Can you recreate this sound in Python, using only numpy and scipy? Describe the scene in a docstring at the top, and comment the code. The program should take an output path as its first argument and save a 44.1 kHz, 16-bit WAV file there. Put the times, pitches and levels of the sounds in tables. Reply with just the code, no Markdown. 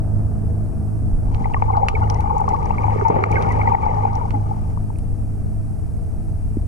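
"""Under water beside a boat

Distant engines drone and throb, and water rumbles round a camera in its housing: beating tones and coloured noise.
From about 1.2 to 5 s water gurgles and crackles: swarms of short rings pass through a housing wall that
colours each microphone differently. Dull bumps push the camera now and then, the last one near the end.
The microphones hiss faintly and the camera turns down loud moments."""
import sys
import numpy as np
from scipy import signal
from scipy.fft import rfft, irfft, next_fast_len
from scipy.io import wavfile
from scipy.ndimage import uniform_filter1d, minimum_filter1d, map_coordinates

SR = 44100
rng = np.random.default_rng(int(sys.argv[2]) if len(sys.argv) > 2 else 0)


def to_wav(sig):
    """Store sig (one row per channel, or 1-D mono) as 16-bit WAV at the path in sys.argv[1].

    Samples outside -1..1 are clipped; the rate is SR.
    """
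    pcm = np.clip(np.atleast_2d(sig), -1, 1) * 32767
    pcm = np.round(pcm).astype(np.int16)
    wavfile.write(sys.argv[1], SR, pcm.T)  # frames by channels


N = 294147
T = np.arange(N) / SR

# loudness of the engines over time: t/s, firing tone level/dB, level of the rest/dB
ENGINE_LEVELS = [(0, -22.5, -29), (1.0, -23.5, -32), (2.05, -17, -28), (2.5, -27, -26.5), (3.0, -15.5, -28),
                 (3.45, -15.5, -25), (4.2, -20, -28), (5.0, -28.5, -35), (6.67, -30, -36)]
# how the housing wall colours each microphone: f/Hz, left gain/dB, right gain/dB
HOUSING_WALL = [(119, -18.5, -37.5), (293, -30, -31), (439, -24, -10.5), (705, -14.5, -20.5),
                (799, -1.5, -7), (885, -1, -8.5), (1040, -17, -33.5), (1193, -11, -14.5),
                (1700, -34.5, -26), (2227, -21.5, -19.5), (2730, -34, -33.5), (3500, -44.5, -48.5),
                (6600, -61.5, -46), (9500, -48.5, -46), (12900, -68.5, -73)]


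def amp(db):
    """Turn decibels into a plain gain."""
    return 10 ** (np.asarray(db) / 20)


def unit(x):
    """Scale x to an rms (average strength) of 1."""
    return x / np.sqrt(np.mean(x ** 2) + 1e-20)


def along(points, hz):
    """Read a curve of (Hz, value) points on a log frequency axis."""
    f, v = np.transpose(points)
    return np.interp(np.log(hz + 1), np.log(f + 1), v)


def curves(rows):
    """Draw each column after the time as a curve with one value per sample."""
    s, *cols = np.transpose(rows)
    return [np.interp(T, s, c) for c in cols]


def wobble(rate):
    """A smooth curve through random points, rate of them a second; it repeats after 400 points."""
    return map_coordinates(rng.standard_normal(400), [T * rate + 2], mode="wrap")


def filtered(x, response):
    """Filter x by multiplying its spectrum by a response to frequency."""
    size = next_fast_len(N + SR // 2)
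    hz = np.fft.rfftfreq(size, 1 / SR)
    return irfft(rfft(x, size) * response(hz), size)[..., :N]


def noise(spectrum, side_db):
    """Coloured stereo noise of rms 1; more side level makes the two channels differ more."""
    mid, side = filtered(rng.standard_normal((2, N)), lambda hz: amp(along(spectrum, hz)))
    side = amp(side_db) * side
    return unit(np.array([mid + side, mid - side]))


def carrier(pitch_hz):
    """A steadily turning phasor (a complex tone) that starts at a random angle."""
    turns = np.cumsum(np.broadcast_to(pitch_hz, N)) / SR
    return np.exp(2j * np.pi * (turns + rng.random()))


def heard(phasor, fade, rate):
    """A stereo tone of rms 1; reflections off the waves make it fade at each microphone."""
    paths = np.array([1 + fade * (wobble(rate) + 1j * wobble(rate)) for _ in range(2)])
    return unit((phasor * paths).real)


def add(track, s, sound):
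    """Mix a sound into the track at time s."""
    part = track[..., max(round(s * SR), 0):][..., :sound.shape[-1]]
    part += sound[..., :part.shape[-1]]


def blip(t, hz, swell, glide, steep=2):
    """A bubble's ring: it swells for `swell` seconds, dies and glides in pitch; less steep, longer tail."""
    u = t / swell
    envelope = (u * np.exp(1 - u)) ** steep  # reaches 1 at u = 1
    return envelope * np.sin(2 * np.pi * hz * t * (1 + glide * (u - 2) / 2))


def swarm(rate, pitch_hz, spread, cycles, size_db, glide=.01):
    """Random bubbles, rate a second, of scattered pitch and size; some glide up, some down; rms 1."""
    count = int(rate * N / SR)
    when, pitch, size, life, bend = rng.random((count, 5)).T[:, :, None]
    hz = pitch_hz * np.exp(spread * np.clip(np.log(pitch / (1 - pitch)), -4, 4))
    steps = np.arange(min(int(9 * cycles / pitch_hz * SR), SR // 10))
    swell = cycles * (.5 + life) / hz  # on average `cycles` periods of the ring
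    gain = amp(-size_db * np.log(1 - .97 * size))  # many small bubbles, few big ones
    rings = gain * blip(steps / SR, hz, swell, glide * (2 * bend - 1))
    places = (when * N).astype(int) + steps
    return unit(np.bincount(places.ravel(), rings.ravel(), N)[:N])


def housing(x, lag=.0001):
    """The wall rings after each push; it rocks, so the two microphones move in opposite senses."""
    def response(hz):
        log_gain = np.log(amp([along(np.array(HOUSING_WALL)[:, [0, c]], hz) for c in (1, 2)]))
        size = 2 * (len(hz) - 1)
        # minimum phase: the ringing only follows the push
        causal = np.exp(rfft(irfft(log_gain) * (1 + np.sign(np.fft.fftfreq(size)))))
        # the right side is turned over and comes `lag` seconds later
        return causal * [np.ones(len(hz)), -np.exp(-2j * np.pi * hz * lag)]
    return filtered(x, response)


def hiss():
    """Faint noise of the microphones, nearly the same in both."""
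    # colour of the hiss: f/Hz, relative level per Hz/dB
    hiss_colour = [(2500, -4.5), (3400, -15.5), (5400, -7.5), (7000, -9.5), (8900, -1.5), (11000, -7.5),
                   (13000, -14.5), (15000, -22.5)]
    return amp(-59.5) * noise(hiss_colour, side_db=-31)


def water():
    """Slow eddies round the camera: a deep rumble and a higher churn, both coloured noise."""
    # strength of the eddies: t/s, rumble level/dB, churn level/dB
    eddy_levels = [(0, -19.5, -29.5), (0.85, -26, -29), (1.55, -14, -26.5), (2.0, -17, -27.5),
                   (2.5, -20.5, -27.5), (3.7, -20.5, -19.5), (4.2, -20, -31), (4.85, -22, -33),
                   (5.7, -23.5, -30), (6.67, -22, -37)]
    # colour of the rumble: f/Hz, relative level per Hz/dB
    rumble_colour = [(12, -12.5), (25, -6), (45, -11), (75, -11.5), (100, -14.5), (140, -37.5),
                     (300, -51.5), (600, -120)]
    # colour of the churn: f/Hz, relative level per Hz/dB
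    churn_colour = [(40, -32), (80, -1), (130, -0.5), (200, -6), (270, -8.5), (350, -20), (500, -54.5),
                    (2000, -120)]
    rumble_db, churn_db = curves(eddy_levels)
    rumble = amp(rumble_db) * noise(rumble_colour, side_db=-1.0)
    churn = amp(churn_db) * noise(churn_colour, side_db=1.0)
    return rumble + churn


def hum(hz=75.2):
    """A low machinery tone swells twice."""
    # loudness of the hum: t/s, level/dB
    hum_levels = [(1.35, -32), (1.95, -19.5), (2.6, -28), (3.3, -30), (3.7, -20.5), (4.2, -40)]
    hum_db, = curves(hum_levels)
    return amp(hum_db) * heard(carrier(hz), fade=0.22, rate=2.17)


def throb(firing_hz=102.9, beat_hz=2.597, first_lull_s=.37, second_db=-8.0):
    """Two engines fire at nearly the same rate; their tone sinks each time they fall out of step."""
    drone_db, _ = curves(ENGINE_LEVELS)
    second = amp(second_db) * np.exp(2j * np.pi * beat_hz * (T - first_lull_s))
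    pair = carrier(firing_hz) * (1 - second)
    return amp(drone_db) * heard(pair, fade=0.16, rate=4.11)


def engines(shaft_hz=26.29):
    """Tones at multiples of the shaft's speed, machinery whine and the noisy wash of the propeller."""
    # shaft tones: multiple of the shaft speed, relative level/dB
    shaft_orders = [(2, 4.5), (3, 4.5), (5, -2), (6, 3), (8, -1), (10, -9), (12, -11), (16, -15), (18, -13)]
    # machinery hums and thin tones: f/Hz, relative level/dB
    whine_tones = [(82.4, -9.5), (214.6, -9.5), (254.3, -16.5), (324.6, -15.5), (598, -23), (650, -20.5)]
    # colour of the propeller wash: f/Hz, relative level per Hz/dB
    wash_colour = [(100, -32), (300, 2), (460, 2.5), (540, -7), (660, 1.5), (800, -2.5), (1020, -14),
                   (1220, -13), (1700, -22), (2400, -43), (3300, -62), (6000, -81)]
    _, engine_db = curves(ENGINE_LEVELS)
    speed = shaft_hz * (1 + 0.0032 * wobble(2.011))
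    # short waves fade far more than long ones
    orders = sum(amp(db) * heard(carrier(k * speed), fade=(k / 12) ** 3, rate=6) for k, db in shaft_orders)
    whine = sum(amp(db) * heard(carrier(hz), fade=hz / 600, rate=5) for hz, db in whine_tones)
    # the wash swells with every turn of the shaft
    beat = 1 + 0.15 * carrier(speed).real
    wash = amp(-9.5) * beat * noise(wash_colour, side_db=-3.0)
    return amp(engine_db) * (whine + amp(-6.0) * orders + wash)


def bumps():
    """Dull pushes move the whole camera, so both microphones get the same short low ring."""
    # soft bumps: t/s, ring level/dB, f/Hz, swell time/s
    bump_list = [(1.123, -11, 27, 0.021), (1.411, -8, 120, 0.0015), (3.099, -2.5, 250, 0.0014),
                 (3.104, -3, 115, 0.0022), (4.336, -20.5, 268, 0.011), (4.777, -17, 35.7, 0.016),
                 (6.569, -12, 266, 0.0028)]
    track, t = np.zeros(N), np.arange(SR // 10) / SR
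    for s, db, hz, swell in bump_list:
        add(track, s, amp(db) * blip(t, hz, swell, glide=0))
    return track


def snaps(echo_s=0.0007, direct_db=-62, ring_swell=0.00024, tail_db=-27, tail_t60=0.54,
          knock_db=-8, knock_db_per_octave=-24):
    """Each snap is a tiny high ring and a crack around its pitch, over a knock that grows the lower it is.
    It comes again, louder, from the far wall; a little passes straight through."""
    # loudest snaps: t/s, relative ring level/dB, f/Hz, relative crack level/dB
    snap_list = [(1.3457, -35, 3920, 2), (1.7678, -36, 4570, 9.5), (1.8841, -23.5, 3630, 29.5),
                 (2.0994, -14, 5440, 16.5), (2.1442, -28, 5800, 4), (2.2053, -37, 6400, 12),
                 (2.381, -31, 7000, 8), (2.406, -31, 7240, 6), (2.4893, -27, 5400, 13),
                 (2.656, -31, 5910, 1), (3.0829, -25.5, 5900, 10), (3.2366, -34, 4290, 19),
                 (3.3153, -33, 6200, 14), (3.423, -29.5, 4100, 15.5), (3.5206, -30, 6400, 11.5),
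                 (4.1532, -28, 5600, 9), (4.306, -56, 3900, 9), (4.9857, -36, 8740, 3.5)]
    track, t = np.zeros(N), np.arange(SR // 8) / SR
    highs = signal.butter(3, [2900, 14000], "band", fs=SR, output="sos")
    wall = np.array(HOUSING_WALL)[:, ::2]  # right microphone
    # three decays, each falling 60 dB in its own time: a click, a short ring-out and a weak long tail
    decay = amp(-60 * t / 0.0022) + amp(1.5 - 60 * t / 0.03) + amp(tail_db - 60 * t / tail_t60)
    for s, ring_db, hz, crack_db in snap_list:
        colour = signal.butter(1, [hz * .7, hz * 1.5], "band", fs=SR, output="sos")
        burst = decay * rng.standard_normal(len(t))
        crack = amp(crack_db) * signal.sosfilt(np.vstack([highs, colour]), burst)
        # the wall's own gain is taken off before the wall is applied
        ring = amp(ring_db - along(wall, hz)) * blip(t, hz, ring_swell, glide=0, steep=1.0)
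        knock_gain = amp(crack_db + knock_db + knock_db_per_octave * np.log2(hz / 4000))
        knock = knock_gain * blip(t, 2300, 0.0002, glide=0)
        snap = amp(4.2) * (ring + crack + knock)
        add(track, s, amp(-13.0) * snap)
        add(track, s + echo_s, snap)
    return housing(track) + amp(direct_db) * track


def surge(s=3.1, t60=1.17):
    """A small wave slaps the housing and rushes off along it, spluttering: fading noise through the wall."""
    age = np.maximum(T - s, 0)
    # f/Hz, relative level per Hz/dB
    rush_colour = [(100, 0.5), (250, 4.5), (450, -2.5), (650, -7.5), (900, -13.0), (2500, -21.5), (5000, -26.0)]
    rush = unit(housing(noise(rush_colour, side_db=0.5)[0]))
    fading = amp(-4 - 60 * age / t60 + 2.7 * wobble(110))
    onset = 1 - np.exp(-age / 0.0017)
    return fading * onset * rush


def bubbles(pinch_db=-5):
    """Loud single bubbles pinch off with a tick, then ring and sag in pitch; abrupt ones tick hardest."""
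    # loudest bubbles: t/s, relative level/dB, f/Hz, swell time/s
    bubble_list = [(1.443, -36, 2060, 0.0021), (1.456, -6, 835, 0.00057), (1.538, -34, 2810, 0.00092),
                   (1.544, -4.5, 923, 0.00033), (1.544, -24.5, 1920, 0.00086), (1.563, -21.5, 1110, 0.005),
                   (1.622, 0, 921, 0.00037), (1.682, -17, 900, 0.0027), (1.697, -22.5, 1062, 0.0056),
                   (1.701, -12.5, 778, 0.0032), (1.7323, -37, 2180, 0.0022), (1.755, -11, 845, 0.0013),
                   (1.776, -19.5, 700, 0.0038), (1.796, -23, 730, 0.0037), (1.827, -9.5, 817, 0.0042),
                   (1.885, -8, 875, 0.00082), (1.938, -28.5, 437, 0.0024), (1.951, -25, 2310, 0.0021),
                   (2.026, -32, 1420, 0.0034), (2.302, -21, 1070, 0.0035), (2.305, -9, 886, 0.002),
                   (2.364, -9.5, 916, 0.0013), (2.397, -10.5, 910, 0.002), (2.413, -6, 847, 0.0017),
                   (2.439, -10, 850, 0.0012), (2.478, -6.5, 893, 0.001), (2.479, -16.5, 1086, 0.0022),
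                   (2.530, -11.5, 874, 0.0039), (2.542, -20.5, 1120, 0.0056), (2.7061, -4.5, 917, 0.00052),
                   (2.782, -26, 2270, 0.0011), (2.834, -33, 2330, 0.0013), (2.841, -9.5, 906, 0.0012),
                   (2.881, -5.5, 810, 0.00087), (2.958, -23.5, 423, 0.0018), (2.989, -31, 445, 0.0015),
                   (3.0119, -20.5, 1430, 0.00056), (3.016, -24.5, 400, 0.005), (3.049, -9, 929, 0.0066),
                   (3.099, -16, 470, 0.0013), (3.108, -19, 585, 0.0032), (3.238, -8.5, 1340, 0.00084),
                   (3.239, -9, 2110, 0.00038), (3.3252, -28.5, 2370, 0.001), (3.356, -18.5, 2180, 0.00044),
                   (3.367, -26, 1586, 0.0038), (3.6141, -22.5, 2180, 0.00075), (3.673, -25.5, 2020, 0.0019),
                   (3.674, -4, 915, 0.0011), (3.718, -9, 980, 0.0015), (3.746, 1.5, 860, .0011),
                   (3.749, -25.5, 2000, 0.0014), (3.863, -6.5, 800, 0.0012), (4.051, -1.5, 810, 0.0011),
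                   (4.157, -12, 844, 0.0012), (4.211, -22.5, 973, 0.0033), (4.333, -25, 846, 0.011),
                   (4.509, -20, 818, 0.0031), (4.773, -32.5, 1077, .0011), (4.901, -35.5, 986, 0.00092),
                   (4.958, -56, 2590, 0.00077)]
    track, t = np.zeros(N), np.arange(SR // 12) / SR
    wall = np.array(HOUSING_WALL)[:, :2]  # left microphone
    for s, db, hz, swell in bubble_list:
        # the wall's own gain is taken off before the wall is applied
        ring_gain = amp(db - along(wall, hz) + 10.0)
        tick_gain = amp(db + pinch_db) * 0.0014 / swell
        add(track, s, ring_gain * blip(t, hz, swell, glide=-0.02, steep=0.91))
        add(track, s, tick_gain * blip(t, 2340, 0.00079, glide=0))
    return housing(track)


def gurgle():
    """Bubbles of several sizes run together along the wall over crackling froth; a few ring alone and glide."""
    # water washing over the housing: t/s, gurgle base level/dB, fizz base level/dB
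    wash_levels = [(1.25, -37, -62.5), (1.65, -29.5, -50.5), (1.76, -22, -55), (2.2, -27, -52.5),
                   (2.5, -23.5, -50), (2.66, -28, -49.5), (3.02, -23, -43), (3.4, -20.5, -39),
                   (3.72, -18.5, -40), (4.05, -22.5, -46), (4.27, -32.5, -58.5), (4.8, -48.5, -75)]
    gurgle_db, fizz_db = curves(wash_levels)
    wet = np.interp(T, [1.2, 1.4, 4.6, 5], [0, 1, 1, 0])
    clumps_db = 1.68 * wobble(21.915)

    def on_wall(db, source):
        return amp(db) * unit(housing(source))

    middling = on_wall(gurgle_db + 4, swarm(
        rate=380, pitch_hz=1014, spread=0.1774, cycles=3.02, size_db=0.5, glide=0.054))
    large = on_wall(gurgle_db - 5, swarm(rate=240, pitch_hz=413.4, spread=0.154, cycles=1.8, size_db=2.0))
    small = on_wall(fizz_db + 8.5, swarm(rate=700, pitch_hz=2197, spread=0.1934, cycles=3, size_db=2.0))
    lone = on_wall(gurgle_db - 6.5, swarm(
        rate=24, pitch_hz=964.5, spread=0.085, cycles=9, size_db=3.5, glide=0.045))
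    pings = on_wall(fizz_db, swarm(
        rate=16, pitch_hz=2153, spread=0.087, cycles=10.6, size_db=7, glide=0.028))
    # crackle and froth follow the fizz less strongly
    ticks = swarm(rate=240, pitch_hz=5700, spread=.075, cycles=1.1, size_db=3.6)
    crackle = on_wall(0.36 * fizz_db - 33.5, ticks)
    # f/Hz, relative level per Hz/dB
    froth_colour = [(1500, -53.0), (3000, -10.0), (5000, -5.0), (7500, -6), (12000, -10.5)]
    froth = on_wall(0.43 * fizz_db - 34.5, noise(froth_colour, side_db=-20.0)[0])
    clumped = amp(clumps_db) * (middling + large + small + crackle)
    return wet * (clumped + lone + pings + froth)


def scene():
    """Everything at the two microphones."""
    background = hiss() + water() + hum() + throb() + engines()
    return background + bumps() + snaps() + surge() + bubbles() + gurgle()


def record(dry, top_db=-3.0, hold_s=0.066, knee_db=-32, slope=0.3, top_hz=15200):
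    """The camera eases the level down while the water is busy, hiss and all, and catches loud peaks;
    nothing is kept above top_hz."""
    mids = filtered(dry, lambda hz: hz > 500)
    # strength above 500 Hz, averaged over a fifth of a second
    busy = np.sqrt(np.abs(uniform_filter1d(np.mean(mids ** 2, axis=0), SR // 5)))
    eased = dry * (1 + busy / amp(knee_db)) ** -slope
    # the gain that would keep every peak under top_db, held and then smoothed
    needed = np.minimum(1, amp(top_db) / (np.abs(eased).max(axis=0) + 1e-9))
    span = int(hold_s * SR)
    held = minimum_filter1d(needed, span, origin=span * 4 // 9)
    gain = uniform_filter1d(held, span // 4)
    return filtered(eased * gain, lambda hz: hz < top_hz)


dry = scene()
out = record(dry)
to_wav(out)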